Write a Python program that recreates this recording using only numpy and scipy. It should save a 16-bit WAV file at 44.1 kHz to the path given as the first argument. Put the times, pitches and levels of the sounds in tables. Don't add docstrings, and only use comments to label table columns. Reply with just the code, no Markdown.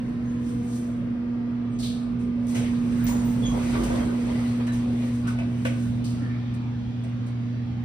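import sys
import numpy as np
from scipy import signal
from scipy.fft import rfft, irfft, next_fast_len
from scipy.io import wavfile
from scipy.ndimage import uniform_filter1d

SR = 44100
rng = np.random.default_rng(int(sys.argv[2]) if len(sys.argv) > 2 else 0)


def transcribe(signal):
    frames = np.atleast_2d(signal).T
    limited = np.clip(frames, -1, 1)
    pcm = np.round(limited * 32767).astype(np.int16)
    wavfile.write(sys.argv[1], SR, pcm)


N = 345838
T = np.arange(N) / SR
QUADRATURE = np.array([[0], [np.pi / 2]])

# time_s, first_harmonic_db, second_harmonic_db,
# second_left_minus_right_db, second_left_lead_rad
HUM_PATH = [(0, -39, -30, -2, 0), (.4, -40, -28, -2, .1), (.8, -38, -28.5, -1, .05),
            (1.4, -39, -28, -3, .1), (2, -38, -28.5, -4, .1), (2.4, -36, -26, -4, .1),
            (2.9, -37, -24, -4, .15), (3.3, -34, -24, -4, .15), (3.7, -36, -25.5, -3, .1),
            (4.1, -37, -26, -3, .1), (4.5, -32, -25, -1, 0), (5.1, -31.5, -26.5, 0, -.05),
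            (5.6, -29, -28.5, -3, .3), (6, -29, -29.5, -5, .7), (6.4, -29.5, -33, -1, .7),
            (6.8, -30.5, -34, -3, .8), (7.3, -30, -35, -6, .7), (7.84, -30, -35, -7, .4)]
HUM_OVERTONES = {4: [(0, -69), (.5, -45), (1.5, -54), (3, -52.5), (4.8, -54.5), (5.6, -59), (7.84, -64.5)],
                 10: [(0, -81.5), (.6, -63), (2.5, -61.5), (2.9, -73), (7.84, -65.5)]}
# time_s, car_db, doorway_db
AIR_LEVELS = [(0, -33, -62), (1, -34.5, -64), (2, -34.5, -60.5), (3, -34, -35), (4, -30.5, -41),
              (5, -42, -36.5), (6, -42.5, -35.5), (7, -44.5, -37), (7.84, -45.5, -37.5)]
# frequency_hz, relative_db
CAR_AIR_SPECTRUM = [(25, -26), (45, -12.5), (75, -2.5), (100, -11.5), (120, 8), (140, -4), (170, -1.5),
                    (250, -1.5), (400, -13), (630, -17), (800, -23), (1300, -25), (2500, -31.5),
                    (4500, -41.5), (7000, -51.5), (15000, -72)]
DOORWAY_AIR_SPECTRUM = [(25, -30.5), (45, -21.5), (70, 4), (130, 1), (250, 1), (400, -12), (630, -17),
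                        (800, -18), (1250, -23), (2000, -24.5), (3500, -27.5), (4500, -33.5), (7000, -42),
                        (9500, -55), (15000, -60)]
# peak_s, level_db, rise_db_per_s
CLOTH_RUSTLES = [(.1, -64.5, 45), (.33, -63.5, 60), (.495, -53, 120), (.705, -57, 450), (.76, -49, 74),
                 (5.15, -53.5, 250), (5.64, -57.5, 53), (5.84, -52.5, 45)]
# frequency_hz, relative_db
HISS_SPECTRUM = [(2000, -30.5), (3000, -2.5), (4500, -3), (6500, 1.5), (8500, -0.5), (10000, -4),
                 (12000, -10.5), (13500, -11.5), (15500, -17)]
# start_s, level_db, start_hz, end_hz, width_hz, rise_s, t60_s, tone_share
ROLLER_SQUEAKS = [(.24, -57, 6500, 6430, 60, 0.027, 0.55, 0.4),
                  (1.69, -62, 8200, 8270, 60, 0.073, 0.68, 0.4),
                  (1.72, -59, 6470, 6340, 60, 0.033, .6, 0.4),
                  (2.98, -40, 1460, 1740, 300, 0.026, 0.57, .2),
                  (2.96, -60, 15050, 15050, 200, .02, 0.66, .2),
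                  (3.041, -34.5, 14900, 14960, 240, .001, .33, .5),
                  (3.242, -46, 14950, 14950, 240, .004, .4, .3),
                  (3.065, -41, 6800, 6860, 250, 0.0054, 0.64, 0.1),
                  (3.419, -30, 3388, 3290, 170, 0.027, 0.34, 0.45),
                  (3.45, -34, 6580, 6420, 200, .015, 0.24, 0.1),
                  (3.82, -52, 15200, 15200, 151, .01, .3, .3), (3.99, -44, 3200, 3220, 200, .01, 0.27, 0.5),
                  (4.675, -42, 1760, 1800, 150, .01, 0.42, 0.3),
                  (4.678, -49.5, 3940, 3930, 200, 0.0085, 0.39, .2),
                  (6.168, -48.5, 1370, 1380, 160, 0.027, 1.0, 0.03),
                  (6.195, -42.5, 1810, 1780, 150, 0.042, 0.88, 0),
                  (6.29, -47, 2220, 2260, 500, 0.021, 0.67, 0), (7.04, -66, 8130, 8200, 200, .005, .4, .3)]
# peak_s, level_db
CAR_SHUDDERS = [(1.3, -52), (1.82, -42), (2.13, -43), (2.38, -51), (2.66, -45), (2.83, -48), (3.08, -36),
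                (3.23, -40), (3.51, -31), (3.75, -34), (3.84, -28), (4.05, -43), (4.3, -39), (4.52, -50),
                (4.77, -42), (5.1, -49), (5.38, -42)]
# start_s, treble_db, body_db, body_hz, rise_s, t60_s
GEAR_CLICKS = [(1.7885, -42, -41, 4400, 0.0086, 0.39), (1.825, -40.5, -35.5, 3880, 0.008, 0.58),
               (2.193, -55, -53, 2020, 0.01, 0.36), (2.469, -43, -57, 2400, 0.02, 0.8),
               (2.5479, -39.5, -38.5, 2500, 0.0059, 0.55), (2.738, -65.5, -50, 3610, 0.0073, 0.33),
               (3.0667, -34, -61, 2170, 0.011, 0.27), (3.625, -49, -62, 2400, .005, .4),
               (3.835, -37.5, -67, 2060, 0.0037, 0.2), (4.45, -52, -60, 2400, .015, 0.89),
               (4.668, -45.5, -41, 2140, 0.0036, 0.16), (4.722, -45.5, -50, 2470, 0.0069, 0.54),
               (5.272, -42.5, -44, 2140, 0.0042, 0.3), (5.386, -54, -56, 2400, .004, 0.3),
               (5.6498, -41.5, -32.5, 2280, 0.002, 0.33), (6.0412, -47, -47.5, 4400, 0.0027, 0.74),
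               (6.539, -51, -56, 2200, 0.0044, 0.12), (7.0364, -53.5, -49, 2630, 0.0048, 0.13),
               (7.074, -67, -56, 2330, 0.008, 0.3), (7.2634, -55.5, -63, 2320, 0.0047, 0.22)]
# time_s, low_roar_db, bright_roar_db, guide_hiss_db
ROLL_LEVELS = [(2.3, -64, -77, -85), (2.48, -51, -65, -61.5), (2.8, -49.5, -57, -58), (3.15, -43, -52, -49),
               (3.4, -44, -55.5, -53), (3.7, -35, -43.5, -47), (3.98, -35, -46, -47),
               (4.12, -41, -51.5, -54.5), (4.4, -42.5, -45.5, -52), (4.8, -45, -54, -64),
               (5.08, -48, -50, -53), (5.23, -66, -63, -68), (5.42, -55, -49.5, -75), (5.56, -73, -71, -68)]
# frequency_hz, relative_db
LOW_ROAR_SPECTRUM = [(140, -18), (300, 0.5), (450, 1.5), (700, -4.5), (1150, -7), (1500, -11.5),
                     (2500, -49)]
BRIGHT_ROAR_SPECTRUM = [(900, -23), (1400, -10.5), (2000, 3), (3000, -4), (5000, -9.5), (7000, -50.5)]
# peak_s, low_roar_db, bright_roar_db
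TRACK_JOLTS = [(2.57, -37, -44), (2.66, -49, -44), (3.08, -41, -42.5), (3.15, -36, -55), (3.47, -43, -47),
               (3.75, -31, -39.5), (3.96, -36, -42.5), (4.3, -37.5, -43.5), (4.61, -36.5, -45.5),
               (4.93, -45, -53), (5.03, -41.5, -47), (5.281, -36, -46.5), (5.4, -46, -53)]
# pitch_hz, relative_db, base_t60_s
PANEL_MODES = [(330, -4, .2), (517, 0, .3), (650, -4, .25), (950, -8, .2), (1150, -8, .2), (1500, -6, .25),
               (1800, -8, .2), (2013, -10, .2), (2299, -12, .2), (2600, -11, .2), (2923, -11, .2),
               (3400, -17, .2), (4016, -18, .2)]
# start_s, onset_db, focus_hz, reach_octaves, t60_factor
PANEL_KNOCKS = [(3.092, -41, 950, 0.32, 1.5), (3.639, -45, 330, .5, 1.), (3.751, -37.5, 1130, 0.4, 0.93),
                (3.79, -29, 330, .4, 1), (3.90, -32.5, 604, 2, 0.96), (4.005, -45, 1610, .2, .6),
                (4.076, -52, 350, 0.91, 0.56), (4.08, -46, 1450, 0.16, 0.81), (4.268, -42, 600, .8, 0.81),
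                (4.675, -43, 1040, 0.96, 1.1), (4.58, -50, 450, .6, 0.52), (4.86, -46, 500, .6, .6),
                (5.03, -44, 550, 0.55, 0.68), (5.277, -38, 1500, 0.18, 0.39),
                (5.385, -42.5, 2430, 0.23, 0.71), (5.386, -41, 700, .45, 0.98), (5.425, -44, 620, 0.39, .6),
                (5.651, -32.5, 1900, 1.7, 0.41), (5.653, -33, 530, 0.6, 0.5), (5.71, -42, 480, .5, 0.45),
                (5.92, -51, 610, 0.26, .5), (7.041, -49, 666, 0.24, 0.96)]
# frequency_hz, coherence_ratio
STEREO_COHERENCE = [(40, .99), (100, .94), (160, .85), (270, .9), (450, .15), (1000, .1), (5000, .1),
                    (6000, .35), (7000, .93), (8000, .9), (9300, .995), (10500, .9), (11600, .995),
                    (12700, .8), (14000, .995), (15500, .8)]
# frequency_hz, left_minus_right_db
STEREO_BALANCE = [(60, -0.5), (180, -2.0), (550, -0.5), (1650, 0.0), (4970, 0.0), (15000, 0.0)]


def amp(db):
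    return 10 ** (np.asarray(db) / 20)


def unit_rms(x):
    return x / np.sqrt(np.mean(x ** 2) + 1e-20)


def at_frequency(points, hz):
    knots_hz, values = np.transpose(points)
    return np.interp(np.log(hz + 1), np.log(knots_hz + 1), values)


def time_curves(rows):
    time_s, *columns = np.transpose(rows)
    return [np.interp(T, time_s, column) for column in columns]


def gate(rows, fade_s=.1):
    return np.clip(np.minimum(T - rows[0][0], rows[-1][0] - T) / fade_s + 1, 0, 1)


def add(mix, start_s, sound):
    part = mix[..., round(start_s * SR):][..., :sound.shape[-1]]
    part += sound[..., :part.shape[-1]]


def drift(samples):
    return unit_rms(uniform_filter1d(rng.standard_normal(N), size=samples))


def peak_db(peak_s, db, rise_db_per_s, fall_db_per_s):
    return db - np.maximum(rise_db_per_s * (peak_s - T), fall_db_per_s * (T - peak_s))


def swell(rise_s, t60_s):
    t = T[:SR // 2]
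    return (1 - np.exp(-t / rise_s)) * amp(-60 * t / t60_s)


def noise_band(samples, hz, width_hz):
    carrier = np.exp(2j * np.pi * np.cumsum(hz * np.ones(samples)) / SR)
    one_pole = [1, -np.exp(-np.pi * width_hz / SR)]
    shifted = rng.standard_normal((2, samples)) / carrier
    smoothed = signal.lfilter([1], np.convolve(one_pole, one_pole), shifted)
    return unit_rms((carrier * smoothed).real)


def noise_field(spectrum, patchy_db, frame=1024):
    hop, hz = frame // 4, np.fft.rfftfreq(frame, 1 / SR)
    re1, im1, re2, im2, patches = rng.standard_normal((N // hop + 5, len(hz), 5)).T
    patches = uniform_filter1d(patches, size=10, axis=0)
    patches = unit_rms(uniform_filter1d(patches, size=12, axis=1))
    gain = amp(at_frequency(spectrum, hz)[:, None] + patchy_db * patches)
    bins = gain * np.array([re1 + 1j * im1, re2 + 1j * im2])
    return unit_rms(signal.istft(bins, nperseg=frame, noverlap=frame - hop)[1][:, :N])


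def mains_hum(pitch_hz=120.04):
    first_db, second_db, pan_db, lead_rad = time_curves(HUM_PATH)
    phase, side = 2 * np.pi * pitch_hz * T, np.array([[.5], [-.5]])
    out = amp(first_db) * np.cos(phase + .13 * side)
    out += amp(second_db + side * pan_db) * np.cos(2 * phase + .13 + side * lead_rad)
    for harmonic, rows in HUM_OVERTONES.items():
        flutter_db = 3.3 * drift(5000)
        out += amp(time_curves(rows)[0] + flutter_db) * np.cos(harmonic * phase + 1.27 * side)
    return np.sqrt(2) * out


def ventilation():
    car_db, doorway_db = time_curves(AIR_LEVELS)
    car = amp(car_db) * noise_field(CAR_AIR_SPECTRUM, patchy_db=2.13, frame=4096)
    doorway = amp(doorway_db) * noise_field(DOORWAY_AIR_SPECTRUM, patchy_db=2, frame=2048)
    return car + doorway


def hiss():
    return noise_field(HISS_SPECTRUM, patchy_db=1, frame=256)


def cloth_rustle():
    level_db = np.max([peak_db(*row, fall_db_per_s=81.5) for row in CLOTH_RUSTLES], axis=0)
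    return amp(level_db) * hiss()


def roller_squeaks():
    out = np.zeros((2, N))
    for start_s, db, start_hz, end_hz, width_hz, rise_s, t60_s, tone_share in ROLLER_SQUEAKS:
        envelope = swell(rise_s, t60_s)
        hz = np.interp(T[:len(envelope)], [.02, .07], [start_hz, end_hz])
        tone = np.sqrt(2 * tone_share) * np.sin(2 * np.pi * np.cumsum(hz) / SR + QUADRATURE)
        fuzz = np.sqrt(1 - tone_share) * noise_band(len(envelope), hz, width_hz)
        add(out, start_s, amp(db) * envelope * (tone + fuzz))
    return out


def car_shudder(resonance_hz=47, waver_hz=3):
    hz = resonance_hz + waver_hz * drift(6000)
    shudders_db = [peak_db(*row, rise_db_per_s=120, fall_db_per_s=102) for row in CAR_SHUDDERS]
    return amp(np.max(shudders_db, axis=0)) * np.sqrt(2) * np.sin(2 * np.pi * np.cumsum(hz) / SR)


def gear_clicks(split_hz=11500):
    treble_power, top_power, body = np.zeros(N), np.zeros(N), np.zeros((2, N))
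    snap = swell(.0002, .02)
    for start_s, treble_db, body_db, body_hz, rise_s, t60_s in GEAR_CLICKS:
        envelope, top_envelope = swell(rise_s, t60_s), swell(rise_s, .76 * t60_s)
        add(treble_power, start_s, amp(treble_db) ** 2 * (envelope ** 2 + snap ** 2))
        add(top_power, start_s, amp(treble_db) ** 2 * (top_envelope ** 2 + snap ** 2))
        add(body, start_s, amp(body_db) * envelope * noise_band(len(envelope), body_hz, width_hz=1700))
    noise = hiss()
    top = signal.sosfiltfilt(signal.butter(3, split_hz, "high", fs=SR, output="sos"), noise)
    return np.sqrt(treble_power) * (noise - top) + np.sqrt(top_power) * top + body


def track_rattle(bumps_per_s=120, split_hz=1300):
    strength_db = 3.4 * np.minimum(rng.exponential(1, N), 3)
    bumps = amp(strength_db) * (rng.random(N) < bumps_per_s / SR)
    struck_mode = rng.integers(0, 2 * len(PANEL_MODES), N)
    t, low, bright = T[:SR // 5], np.zeros((2, N)), np.zeros((2, N))
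    for k, (hz, db, t60_s) in enumerate(PANEL_MODES + PANEL_MODES):
        detuned_hz = hz * rng.uniform(.84, 1.07)
        ring = amp(db) * swell(.004, .93 * t60_s)[:len(t)] * np.sin(2 * np.pi * detuned_hz * t)
        band = low if hz < split_hz else bright
        band[k // len(PANEL_MODES)] += signal.oaconvolve(bumps * (struck_mode == k), ring)[:N]
    return unit_rms(low), unit_rms(bright)


def rolling_roar(rattle_db=-9.5):
    low_db, bright_db, _ = time_curves(ROLL_LEVELS)
    for peak_s, jolt_low_db, jolt_bright_db in TRACK_JOLTS:
        jolt_db = peak_db(peak_s, 0, rise_db_per_s=213, fall_db_per_s=105)
        low_db = np.maximum(low_db, jolt_db + jolt_low_db)
        bright_db = np.maximum(bright_db, jolt_db + jolt_bright_db)
    low_rattle, bright_rattle = track_rattle()
    low = noise_field(LOW_ROAR_SPECTRUM, patchy_db=3) + amp(rattle_db) * low_rattle
    bright = noise_field(BRIGHT_ROAR_SPECTRUM, patchy_db=2) + amp(rattle_db) * bright_rattle
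    return gate(ROLL_LEVELS) * (amp(low_db) * low + amp(bright_db) * bright)


def guide_hiss():
    _, _, level_db = time_curves(ROLL_LEVELS)
    return gate(ROLL_LEVELS) * amp(level_db) * hiss()


def panel_knocks(rise_s=.0035):
    out, t = np.zeros((2, N)), T[:SR // 2]
    for start_s, onset_db, focus_hz, reach_octaves, t60_factor in PANEL_KNOCKS:
        knock = 0
        for hz, mode_db, t60_s in PANEL_MODES:
            phase, beat_hz = 2 * np.pi * rng.random() + QUADRATURE, rng.uniform(20, 60)
            pair = np.sin(2 * np.pi * hz * t + phase)
            pair += .63 * np.sin(2 * np.pi * (hz + beat_hz) * t + phase)
            off_focus_db = 9.2 * (np.log2(hz / focus_hz) / reach_octaves) ** 2
            knock = knock + amp(mode_db - off_focus_db) * swell(rise_s, t60_s * t60_factor) * pair
        onset_rms = np.sqrt(np.mean(knock[:, :1000] ** 2))
        add(out, start_s, amp(onset_db) * knock / onset_rms)
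    return out


def car_reverberation(direct, level_db=-7):
    tail = rng.standard_normal((2, SR // 2)) * swell(rise_s=.0097, t60_s=.76)
    tail /= np.linalg.norm(tail[0])
    return direct + amp(level_db) * signal.fftconvolve(direct, tail, axes=1)[:, :N]


def stereo_image(pair, treble_lag_s=1 / 4650):
    size = next_fast_len(N)
    hz = np.fft.rfftfreq(size, 1 / SR)
    common, independent = rfft(pair, size)
    coherence = at_frequency(STEREO_COHERENCE, hz)
    balance = amp(at_frequency(STEREO_BALANCE, hz) / 2)
    lag_s = treble_lag_s * at_frequency([(1000, 0), (4000, 1)], hz)
    left = common * np.exp(-2j * np.pi * hz * lag_s) * balance
    right = (coherence * common + np.sqrt(1 - coherence ** 2) * independent) / balance
    return irfft([left, right], size)[:, :N]


def scene():
    tones = mains_hum() + car_shudder()
    air = ventilation()
    doors = rolling_roar() + gear_clicks() + car_reverberation(panel_knocks())
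    doors += roller_squeaks() + guide_hiss()
    return tones + stereo_image(air + doors + cloth_rustle())


def record(dry):
    lowpass = signal.firwin(1023, cutoff=15650, window=("kaiser", 9), fs=SR)
    return signal.oaconvolve(dry, lowpass[None], "same")


dry = scene()
out = record(dry)
transcribe(out)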